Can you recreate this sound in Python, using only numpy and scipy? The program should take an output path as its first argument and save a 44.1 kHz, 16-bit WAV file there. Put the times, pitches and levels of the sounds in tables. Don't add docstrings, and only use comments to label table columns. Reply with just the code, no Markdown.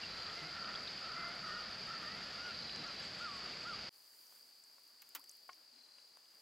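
import sys
import numpy as np
from scipy import signal
from scipy.fft import rfft, irfft, next_fast_len
from scipy.io import wavfile

SR = 44100
rng = np.random.default_rng(int(sys.argv[2]) if len(sys.argv) > 2 else 0)


def pcm_store(signal):
    levels = np.round(np.clip(np.atleast_2d(signal), -1, 1) * 32767)
    wavfile.write(sys.argv[1], SR, levels.astype(np.int16).T)


def magnitude_from_level(level_db):
    exponent = np.asarray(level_db, float) / 20
    return 10 ** exponent


N = 282681
TIME = np.arange(N) / SR
CUT_S = 3.893
EDGE_DB = -4


def rms_one(x):
    return x / np.sqrt(np.mean(x ** 2) + 1e-20)


def in_time(rows):
    moments, *columns = np.transpose(rows)
    return [np.interp(TIME, moments, column) for column in columns]


def gate(start, end, edge):
    return np.clip(np.minimum(TIME - start, end - TIME) / edge, 0, 1)


def drift(rate):
    knots = signal.lfilter([1, 2, 1], [1], rng.standard_normal(800))
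    return rms_one(np.interp(TIME * rate * 3 + 3, np.arange(800), knots))


def ring(clicks, hz, t60):
    radius = magnitude_from_level(-60 / (t60 * SR))
    angle = 2 * np.pi * min(hz, 16000) / SR
    return signal.lfilter([0, np.sin(angle)], [1, -2 * radius * np.cos(angle), radius ** 2], clicks + 1e-18)


def filtered(x, design):
    return signal.sosfilt(design, x)


def band(x, low_hz, high_hz):
    edges = [low_hz, min(high_hz, 17000)]
    return rms_one(filtered(x, signal.butter(3, edges, "band", fs=SR, output="sos")))


def placed(x, pan_db):
    return np.array([x * magnitude_from_level(pan_db / 2), x * magnitude_from_level(-pan_db / 2)])


def wide(pair, side_db):
    return pair[0] + magnitude_from_level(side_db) * pair[1] * [[1], [-1]]


# (delay [s], level [dB])
TREE_LINES = [(0.029, -5), (0.058, -8.5), (.092, -22), (0.139, -6.5)]


def trees(x):
    return x + sum(magnitude_from_level(db) * np.pad(x, (round(lag * SR), 0))[:N] for lag, db in TREE_LINES)


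def air(spectrum, low_hz, high_hz, patchy_db):
    size = next_fast_len(N)
    hz = np.maximum(np.fft.rfftfreq(size, 1 / SR), 1)
    curve_hz, curve_db = np.transpose(spectrum)
    colour = magnitude_from_level(np.interp(np.log(hz), np.log(curve_hz), curve_db))
    inside = (hz > low_hz) & (hz < high_hz)
    colour = colour / np.sqrt(2 * np.sum(colour[inside] ** 2) / size)
    noise = rfft(rng.standard_normal((2, size))) * colour
    together, out = drift(6), 0
    for centre in 60 * 2. ** np.arange(0, 10, 1.5):
        octaves_off = np.log2(hz / centre)
        share = np.cos(np.clip(octaves_off / 1.5, -1, 1) * np.pi / 2) ** 2
        flicker = magnitude_from_level(patchy_db * (0.47 * together + drift(13)))
        out = out + irfft(noise * share, size)[:, :N] * flicker
    return out


# (frequency [Hz], level [dB per Hz])
FAR_AIR_COLOUR = [(20, -20), (55, -8.5), (110, -9), (190, -4), (300, -10.5), (700, -8.5), (950, -12.5),
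                  (1400, -7.5), (3700, -11), (5600, -20), (7100, -25), (8700, -37), (13000, -36)]


def far_breeze():
    return magnitude_from_level(-56) * wide(air(FAR_AIR_COLOUR, 2300, 3700, patchy_db=.7), side_db=-38)


# (frequency [Hz], level [dB per Hz])
NEAR_AIR_COLOUR = [(30, -16), (146, -8.5), (260, -0.5), (560, 1.5), (1600, 1), (3700, -1.5), (5800, -2),
                   (10000, -5), (15500, -22)]


def near_air():
    return magnitude_from_level(-76) * wide(air(NEAR_AIR_COLOUR, 300, 2190, patchy_db=1.0), side_db=-6.5)


def chorus():
    centre_hz, spread_hz, strokes_per_s, tooth_t60 = 4754, 232, 55, 0.0062
    out = np.zeros((2, N))
    for k, (pitch, pace, start) in enumerate(zip(np.linspace(-2.6, 2.6, 26), *rng.random((2, 26)))):
        turns = start + strokes_per_s * (.8 + .4 * pace) * (TIME + 0.0059 * drift(5))
        stroke = np.clip(np.sin(2 * np.pi * turns) + 1.5, 0, None)
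        faintness = 1 + pitch ** 2 + .4 * max(pitch, 0) ** 4
        teeth = stroke * rng.standard_normal(N) * magnitude_from_level(.4 * drift(6.2)) / faintness
        hz = centre_hz + spread_hz * pitch
        out[k % 2] += ring(ring(teeth, hz, tooth_t60), hz, tooth_t60)
    return np.array([rms_one(out[0] + out[1]), rms_one(out[0] - out[1])])


# (time [s], level [dB])
FAR_CHORUS_SWELL = [(0, -49), (1.04, -48.5), (2.54, -49), (3.08, -49), (3.89, -48.5)]


def far_chorus(crickets):
    level_db, = in_time(FAR_CHORUS_SWELL)
    return magnitude_from_level(level_db) * crickets[0]


# (time [s], level [dB], left over right [dB])
NEAR_CHORUS_SWELL = [(3.95, -65.5, 2), (4.5, -64, 1), (5.07, -65, 3.5), (5.3, -63, 2), (5.74, -64.5, 3),
                     (6.41, -66, 2)]


def near_chorus(crickets):
    level_db, pan_db = in_time(NEAR_CHORUS_SWELL)
    return wide(crickets, side_db=-10) * placed(magnitude_from_level(level_db), pan_db)


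# (time [s], peak [dB])
WHIRR_SWELLS = [(3.04, -69), (3.2, -74), (3.35, -73), (3.62, -79)]


def whirr():
    swells = sum(magnitude_from_level(db) * np.exp(-((TIME - s) / 0.025) ** 2) for s, db in WHIRR_SWELLS)
    bed = magnitude_from_level(-78) * gate(2.8, 3.75, .09)
    return (bed + swells) * band(rng.standard_normal(N), 6400, 8100)


def patter():
    per_s, smear_s = 16, 0.0046
    strength = magnitude_from_level(1.3 * np.minimum(rng.exponential(1, N), 3))
    clicks = (rng.random(N) < per_s / SR) * strength
    smear = signal.lfilter([1], [1, -np.exp(-1 / (smear_s * SR))], clicks)
    return magnitude_from_level(-84.5) * rms_one(smear * band(rng.standard_normal(N), 5500, 14500))


def phrase(start, length, level_db, attack, release, edge_db):
    end = start + length
    return [(start, level_db + edge_db), (start + attack, level_db),
            (end - release, level_db), (end, level_db + edge_db)]


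# (start [s], length [s], level [dB])
TRILLS = [(.0, 0.58, -52.5), (2.467, 0.57, -50), (5.722, 0.44, -70)]


def solo_cricket(depth, wobble_hz):
    tone_hz, pulses_per_s, beat_s, sag_hz_per_s = 4112, 38.9, 5.814, 110
    pulses = np.clip(np.cos(2 * np.pi * pulses_per_s * (TIME - beat_s)) + 1 / depth, 0, None)
    sag = sag_hz_per_s * sum(np.clip(TIME - s, 0, length) * (TIME < s + length) for s, length, _ in TRILLS)
    phase = 2 * np.pi * np.cumsum(tone_hz - sag + wobble_hz * drift(40)) / SR
    tone = rms_one(pulses * np.sin(phase))
    out = 0
    for start, length, db in TRILLS:
        level_db, = in_time(phrase(start, length, db, attack=.08, release=0.35, edge_db=-10))
        out = out + tone * gate(start, start + length, 0.01) * magnitude_from_level(level_db)
    return out


def low_notes(rows, swell_s, octave):
    out = 0
    for s, peak_db, hz in rows:
        age = np.clip(TIME - s + 0.01, 0, None)
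        swell = age / swell_s * np.exp(1 - age / swell_s)
        note = np.sin(2 * np.pi * hz * age) + octave * np.sin(4 * np.pi * hz * age)
        out = out + magnitude_from_level(peak_db - 1.5) * swell * note
    return out


# (time [s], peak [dB], pitch [Hz])
FROG_GRUNTS = [(0.427, -49.5, 157.6), (1.518, -57.5, 193.5), (2.114, -59, 212), (2.634, -59.5, 116),
               (2.779, -53.5, 241.3), (2.8, -51.5, 154), (1.81, -58, 202), (3.25, -60, 188),
               (3.441, -58, 198)]


def frogs():
    return low_notes(FROG_GRUNTS, swell_s=0.017, octave=0.71)


def clear_calls(calls, tones, heard, wobble_hz):
    out = 0
    for rows in calls:
        hz, level_db = in_time(rows)
        phase = 2 * np.pi * np.cumsum(hz / heard + wobble_hz * drift(30)) / SR
        voice = 0
        for multiple, db in tones:
            flicker_db = 2.2 * (multiple > 1) * drift(34.98)
            voice = voice + magnitude_from_level(db + flicker_db) * np.sin(multiple * phase)
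        loudness = magnitude_from_level(level_db + wobble_hz / 6 * drift(25))
        out = out + np.sqrt(2) * voice * loudness * gate(rows[0][0], rows[-1][0], .01)
    return out


def pitched(s, hz, levels):
    return np.transpose([s, hz, np.interp(s, *np.transpose(levels))])


def reedy(start, length, hz, level_db, fall_hz):
    fall_s = 0.057
    s = start + np.array([0, length / 3, length - fall_s, length])
    lift_hz = 30 * (fall_hz / 30 - 1)
    levels = phrase(start, length, level_db, length - fall_s, .015, EDGE_DB)
    return pitched(s, [hz - 15, hz + 18, hz + lift_hz, hz - fall_hz], levels)


# (start [s], length [s], held pitch [Hz], level [dB], closing fall [Hz])
REEDY_CALLS = [(1.02, .1, 1320, -52.5, 68), (1.89, .085, 1370, -50.5, 51), (1.45, .175, 1450, -50, 13),
               (2.372, .155, 1400, -48, 94.6)]
# (multiple [1], level [dB])
REEDY_OVERTONES = [(1, 0), (2, -12), (3, -19), (4, -21)]


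def reedy_whistles():
    return clear_calls([reedy(*row) for row in REEDY_CALLS], REEDY_OVERTONES, heard=1, wobble_hz=5)


def honk(start, length, first_hz, last_hz, level_db):
    warble_hz, warbles_per_s, edge_s = 50.05, 12.5, .03
    age = np.linspace(0, length, num=40)
    rise = first_hz + (last_hz - first_hz) * age / length
    hz = rise - warble_hz * np.cos(2 * np.pi * warbles_per_s * age)
    return pitched(start + age, hz, phrase(start, length, level_db, edge_s, edge_s, EDGE_DB))


# (start [s], length [s], first [Hz], last [Hz], level [dB])
HONK_CALLS = [(.35, 0.17, 2055, 2134, -55.5), (1.141, .245, 1988, 2166, -55.5),
              (1.981, .24, 1664, 2180, -59)]
# (multiple [1], level [dB])
HONK_OVERTONES = [(1, -7), (2, -1), (3, 0), (4, -15)]


def honks():
    return clear_calls([honk(*row) for row in HONK_CALLS], HONK_OVERTONES, heard=3, wobble_hz=8)


def arch(crest, hz, level_db, after):
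    rise_s, rise_hz, fall_s, fall_hz, sag_hz_per_s, tail_db = .038, 300, .07, 240, 900, -9
    age = np.linspace(-rise_s, after, num=40)
    rise = rise_hz * (np.minimum(age, 0) / rise_s) ** 2
    fall = fall_hz * np.sin(np.pi / 2 * np.clip(age / fall_s, 0, 1)) ** 2
    sag = sag_hz_per_s * np.clip(age - fall_s / 2, 0, None)
    levels = level_db + tail_db * np.clip(age / fall_s - .5, 0, 2) / 1.1
    return np.transpose([crest + age, hz - rise - fall - sag, levels])


# (crest time [s], crest pitch [Hz], level [dB], crest to end [s])
PURE_CALLS = [
    (2.871, 1405, -58, 0.042),
    (3.232, 1435, -51, 0.2),
    (3.684, 1431, -52, 0.068),
]
# (multiple [1], level [dB])
PURE_OVERTONES = [(1, 1.5), (2, -18)]


def pure_whistles():
    return clear_calls([arch(*row) for row in PURE_CALLS], PURE_OVERTONES, heard=1, wobble_hz=3)


def caw(start, length, hz, level_db):
    attack, release = min(.025, length / 2), min(.04, length / 2)
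    levels = phrase(start, length, level_db, attack, release, EDGE_DB)
    sag = .1 * np.array([.5, 0.0031, .5, 1])
    return pitched([s for s, _ in levels], hz * (1 - sag), levels)


# (start [s], length [s], second partial [Hz], level [dB])
CROW_CAWS = [(0.072, 0.28, 1329, -55), (.51, 0.1, 1447, -50), (.61, 0.11, 1300, -46.5),
             (0.723, 0.075, 1428, -48), (1.0, .14, 1271, -51), (1.125, 0.17, 1301, -49),
             (1.178, 0.072, 1480, -55.5), (1.418, .18, 1282, -48.5), (1.619, 0.22, 1449, -55.5),
             (1.869, .12, 1330, -49.5), (1.981, 0.15, 1264, -54), (2.147, 0.25, 1480, -56.5),
             (3.4, 0.055, 1275, -54)]
# (frequency [Hz], width [Hz], level [dB])
THROAT = [(657, 160, -17.5), (1362, 345, 0), (1800, 250, -6), (2400, 400, -20.5)]


def crows(rough):
    out, breath = 0, rng.standard_normal(N)
    for rows in [caw(*row) for row in CROW_CAWS]:
        hz, level_db = in_time(rows)
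        turns = np.cumsum(hz / 2 * (1 + .025 * drift(25))) / SR
        pulses = np.diff(np.floor(turns), prepend=0) * magnitude_from_level(5.0 * drift(40))
        source = pulses + rough * breath * (turns % 1 < .4)
        voice = 0
        for f, width, db in THROAT:
            voice = voice + magnitude_from_level(db) * rms_one(ring(ring(source, f, 3.1 / width), f, 3.1 / width))
        out = out + rms_one(voice) * magnitude_from_level(level_db) * gate(rows[0][0], rows[-1][0], 0.012)
    return out


def drops(rows):
    out = np.zeros((2, N))
    age = np.arange(2000) / SR
    for s, peak_db, low_hz, high_hz, ring_s, pan_db in rows:
        at = round(s * SR)
        burst = rng.standard_normal(2000) * np.exp(-age / ring_s) + 3.0 * (age == 0)
        crack = band(burst, low_hz, high_hz)
        out[:, at:at + 2000] += placed(magnitude_from_level(peak_db) * crack / np.abs(crack).max(), pan_db)
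    return out


# (time [s], peak [dB], lowest [Hz], highest [Hz], left over right [dB])
LEAF_FALLS = [(.028, -41.5, 2620, 2850, 2), (.297, -40, 2870, 3600, 0), (.645, -41, 2000, 3805, -0.5),
              (0.7506, -38, 2985, 3900, 0), (0.8744, -38, 3440, 4330, 0), (1.2615, -50, 3360, 3880, 2),
              (1.285, -53, 6000, 12000, 2), (1.355, -53, 5500, 12000, 2), (1.871, -49, 5500, 12000, 1),
              (2.03, -57, 7040, 11870, 2), (2.694, -38.5, 2500, 3750, 0), (2.7611, -33.5, 2220, 6064, 1),
              (2.815, -56, 1970, 3500, 0), (2.875, -48, 5200, 6300, 0), (3.0, -49, 6000, 12000, -2),
              (3.535, -43, 2115, 2850, 2), (3.62, -46, 2480, 3110, 0)]


def leaf_drops():
    rows = []
    for s, db, low, high, pan in LEAF_FALLS:
        rows.append((s, db, low, high, max(3.8 / (high - low), 0.0011), pan))
    return drops(rows)


# (frequency [Hz], level [dB per Hz])
CLOTH_COLOUR = [(2000, -34), (5000, -9), (9000, -1.5), (14000, 1.5), (16000, -2.5)]
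# (time [s], level [dB])
CLOTH_RUB = [(3.93, -73), (4.09, -69.5), (4.31, -67), (4.55, -75), (4.85, -77), (5.34, -72.5), (5.65, -80),
             (5.85, -82), (6.41, -75.5)]


def cloth():
    rub_db, = in_time(CLOTH_RUB)
    rustle = magnitude_from_level(rub_db - 1.5) * wide(air(CLOTH_COLOUR, 9800, 15900, patchy_db=1.1), side_db=-8)
    wake = np.clip((TIME - CUT_S) / 0.17, 0, 1) ** 2
    sheen = magnitude_from_level(-87.5 + 0.4 * (rub_db + 73)) * wake
    hiss = [band(v, 12500, 16500) * magnitude_from_level(0.92 * drift(10)) for v in rng.standard_normal((2, N))]
    return rustle + sheen * wide(hiss, side_db=-8)


# (time [s], peak [dB], pitch [Hz])
HULL_GURGLES = [(4.449, -77, 252), (5.178, -68, 283), (5.575, -74, 318), (5.735, -76, 240),
                (5.765, -73.5, 266), (5.805, -75, 248)]


def gurgles():
    return low_notes(HULL_GURGLES, swell_s=0.011, octave=0.45)


# (time [s], peak [dB], lowest [Hz], highest [Hz])
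PADDLE_DRIPS = [(4.135, -62, 1500, 2800), (4.268, -51, 4970, 6500), (4.357, -55, 8450, 10500),
                (4.5924, -62, 11500, 13500), (4.6384, -50, 5500, 9000), (5.0195, -51, 1000, 15800),
                (5.0905, -48, 5500, 15800), (5.146, -54, 4000, 8000), (5.2408, -47, 2000, 15800),
                (5.294, -45.5, 5240, 6600), (5.2935, -46, 8000, 13000), (5.3133, -44, 7500, 10400),
                (5.4917, -39, 450, 1800), (5.497, -43.5, 500, 2400), (5.531, -47.5, 4600, 5900),
                (5.531, -56, 1900, 4000), (5.984, -54, 1800, 3300), (6.1714, -52, 3000, 13000),
                (6.256, -60, 2500, 3400), (6.35, -60, 10500, 12500)]
# (time [s], peak [dB])
BLADE_SPRAY = [(4.7954, -56), (4.8358, -56), (4.8775, -52), (5.195, -48), (5.202, -55), (5.215, -56),
               (5.3636, -58), (5.369, -52), (5.48, -54), (5.545, -56), (5.83, -62)]


def paddle_drips():
    spray = [(s, db, 9400, 15800) for s, db in BLADE_SPRAY]
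    ring_s, pan_db = 0.0019, 2.5
    return drops([(*row, ring_s, pan_db) for row in [*PADDLE_DRIPS, *spray]])


# (time [s], peak [dB], t60 [s], bubble start pitch [Hz], bubble level [dB])
BLADE_SPLASHES = [
    (5.0185, -51, .05, 904, -84),
    (5.149, -40, 0.087, 786, -63.5),
]


def splashes():
    out, white = 0, rng.standard_normal((2, N))
    cavity = rms_one(ring(white[0], 1430, 0.0047))
    body = rms_one(band(white[0], 730, 3000) + 0.14 * band(white[1], 230, 750) + 0.31 * cavity)
    hiss = rms_one(band(white[1], 3000, 21600) + 0.55 * band(white[1], 10000, 20000))
    for s, peak_db, t60, hz, bubble_db in BLADE_SPLASHES:
        age = np.clip(TIME - s, 0, None)
        out = out + magnitude_from_level(peak_db - 70 * age / t60) * np.clip(age / 0.0063, 0, 1) * body
        out = out + magnitude_from_level(peak_db + 1.3 - 85 * age / t60) * np.clip(age / 0.0012, 0, 1) * hiss
        turns = np.cumsum(hz * (1 + (np.minimum(age, .1) / .068) ** 4)) / SR
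        bubble = np.sin(2 * np.pi * turns) * gate(s + .024, s + .07, .015)
        out = out + magnitude_from_level(bubble_db) * bubble * magnitude_from_level(drift(40))
    out = filtered(out, signal.butter(2, 250, "high", fs=SR, output="sos"))
    return wide([out, np.roll(out, 9)], side_db=-15)


# (time [s], peak [dB], damping [0-1])
HULL_KNOCKS = [
    (4.324, -45, 1),
    (4.782, -48, 0.65),
    (5.4913, -34, 0),
    (5.983, -47, 0.75),
    (6.171, -41.5, 0.86),
    (6.234, -59, 0.5),
]
# (frequency [Hz], level [dB], t60 [s])
HULL_MODES = [(570, -18, 0.03), (720, -10.5, 0.11), (1070, 3.5, 0.064), (1435, 2.5, 0.036),
              (1870, -21, 0.13), (2160, 1, 0.034)]


def knocks():
    out = 0
    for s, peak_db, damping in HULL_KNOCKS:
        click = np.zeros(N)
        click[round(s * SR)] = magnitude_from_level(peak_db - 16.5)
        keep = 1 - np.clip(damping, 0, .9)
        for hz, db, t60 in HULL_MODES:
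            out = out + magnitude_from_level(db + rng.normal(0, 0.99)) * ring(click, hz, t60 * keep)
    out = filtered(out, signal.butter(5, [420, 2500], "band", fs=SR, output="sos"))
    return placed(out, pan_db=1.5)


def far_bank(crickets):
    birds = reedy_whistles() + honks()
    pure = pure_whistles()
    far = far_breeze() + far_chorus(crickets) + whirr() + patter()
    far = far + magnitude_from_level(-6.0) * trees(solo_cricket(depth=0.45, wobble_hz=70))
    far = far + frogs() + leaf_drops()
    far = far + .65 * birds + magnitude_from_level(-10) * trees(birds)
    far = far + pure + magnitude_from_level(-7.5) * trees(pure)
    far = far + magnitude_from_level(-3) * trees(crows(rough=.55))
    far = filtered(far, signal.butter(2, [8950, 9250], "stop", fs=SR, output="sos"))
    return filtered(far, signal.cheby2(8, 45, 14000, fs=SR, output="sos"))


def in_boat(crickets):
    lone = solo_cricket(depth=3.5, wobble_hz=14)
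    near = near_air() + near_chorus(crickets) + placed(lone + .3 * trees(lone), pan_db=8)
    return near + cloth() + gurgles() + paddle_drips() + splashes() + knocks()


def scene():
    crickets = chorus()
    fade_in = np.clip((TIME - CUT_S) / .045, 0, 1)
    return far_bank(crickets) * (TIME < CUT_S) + in_boat(crickets) * fade_in


def low_pass(x):
    return signal.sosfilt(signal.butter(12, 16650, fs=SR, output="sos"), x)


def record(dry):
    mix = filtered(dry, signal.ellip(10, 1, 70, 15850, fs=SR, output="sos"))
    return low_pass(mix)


dry = scene()
out = record(dry)
pcm_store(out)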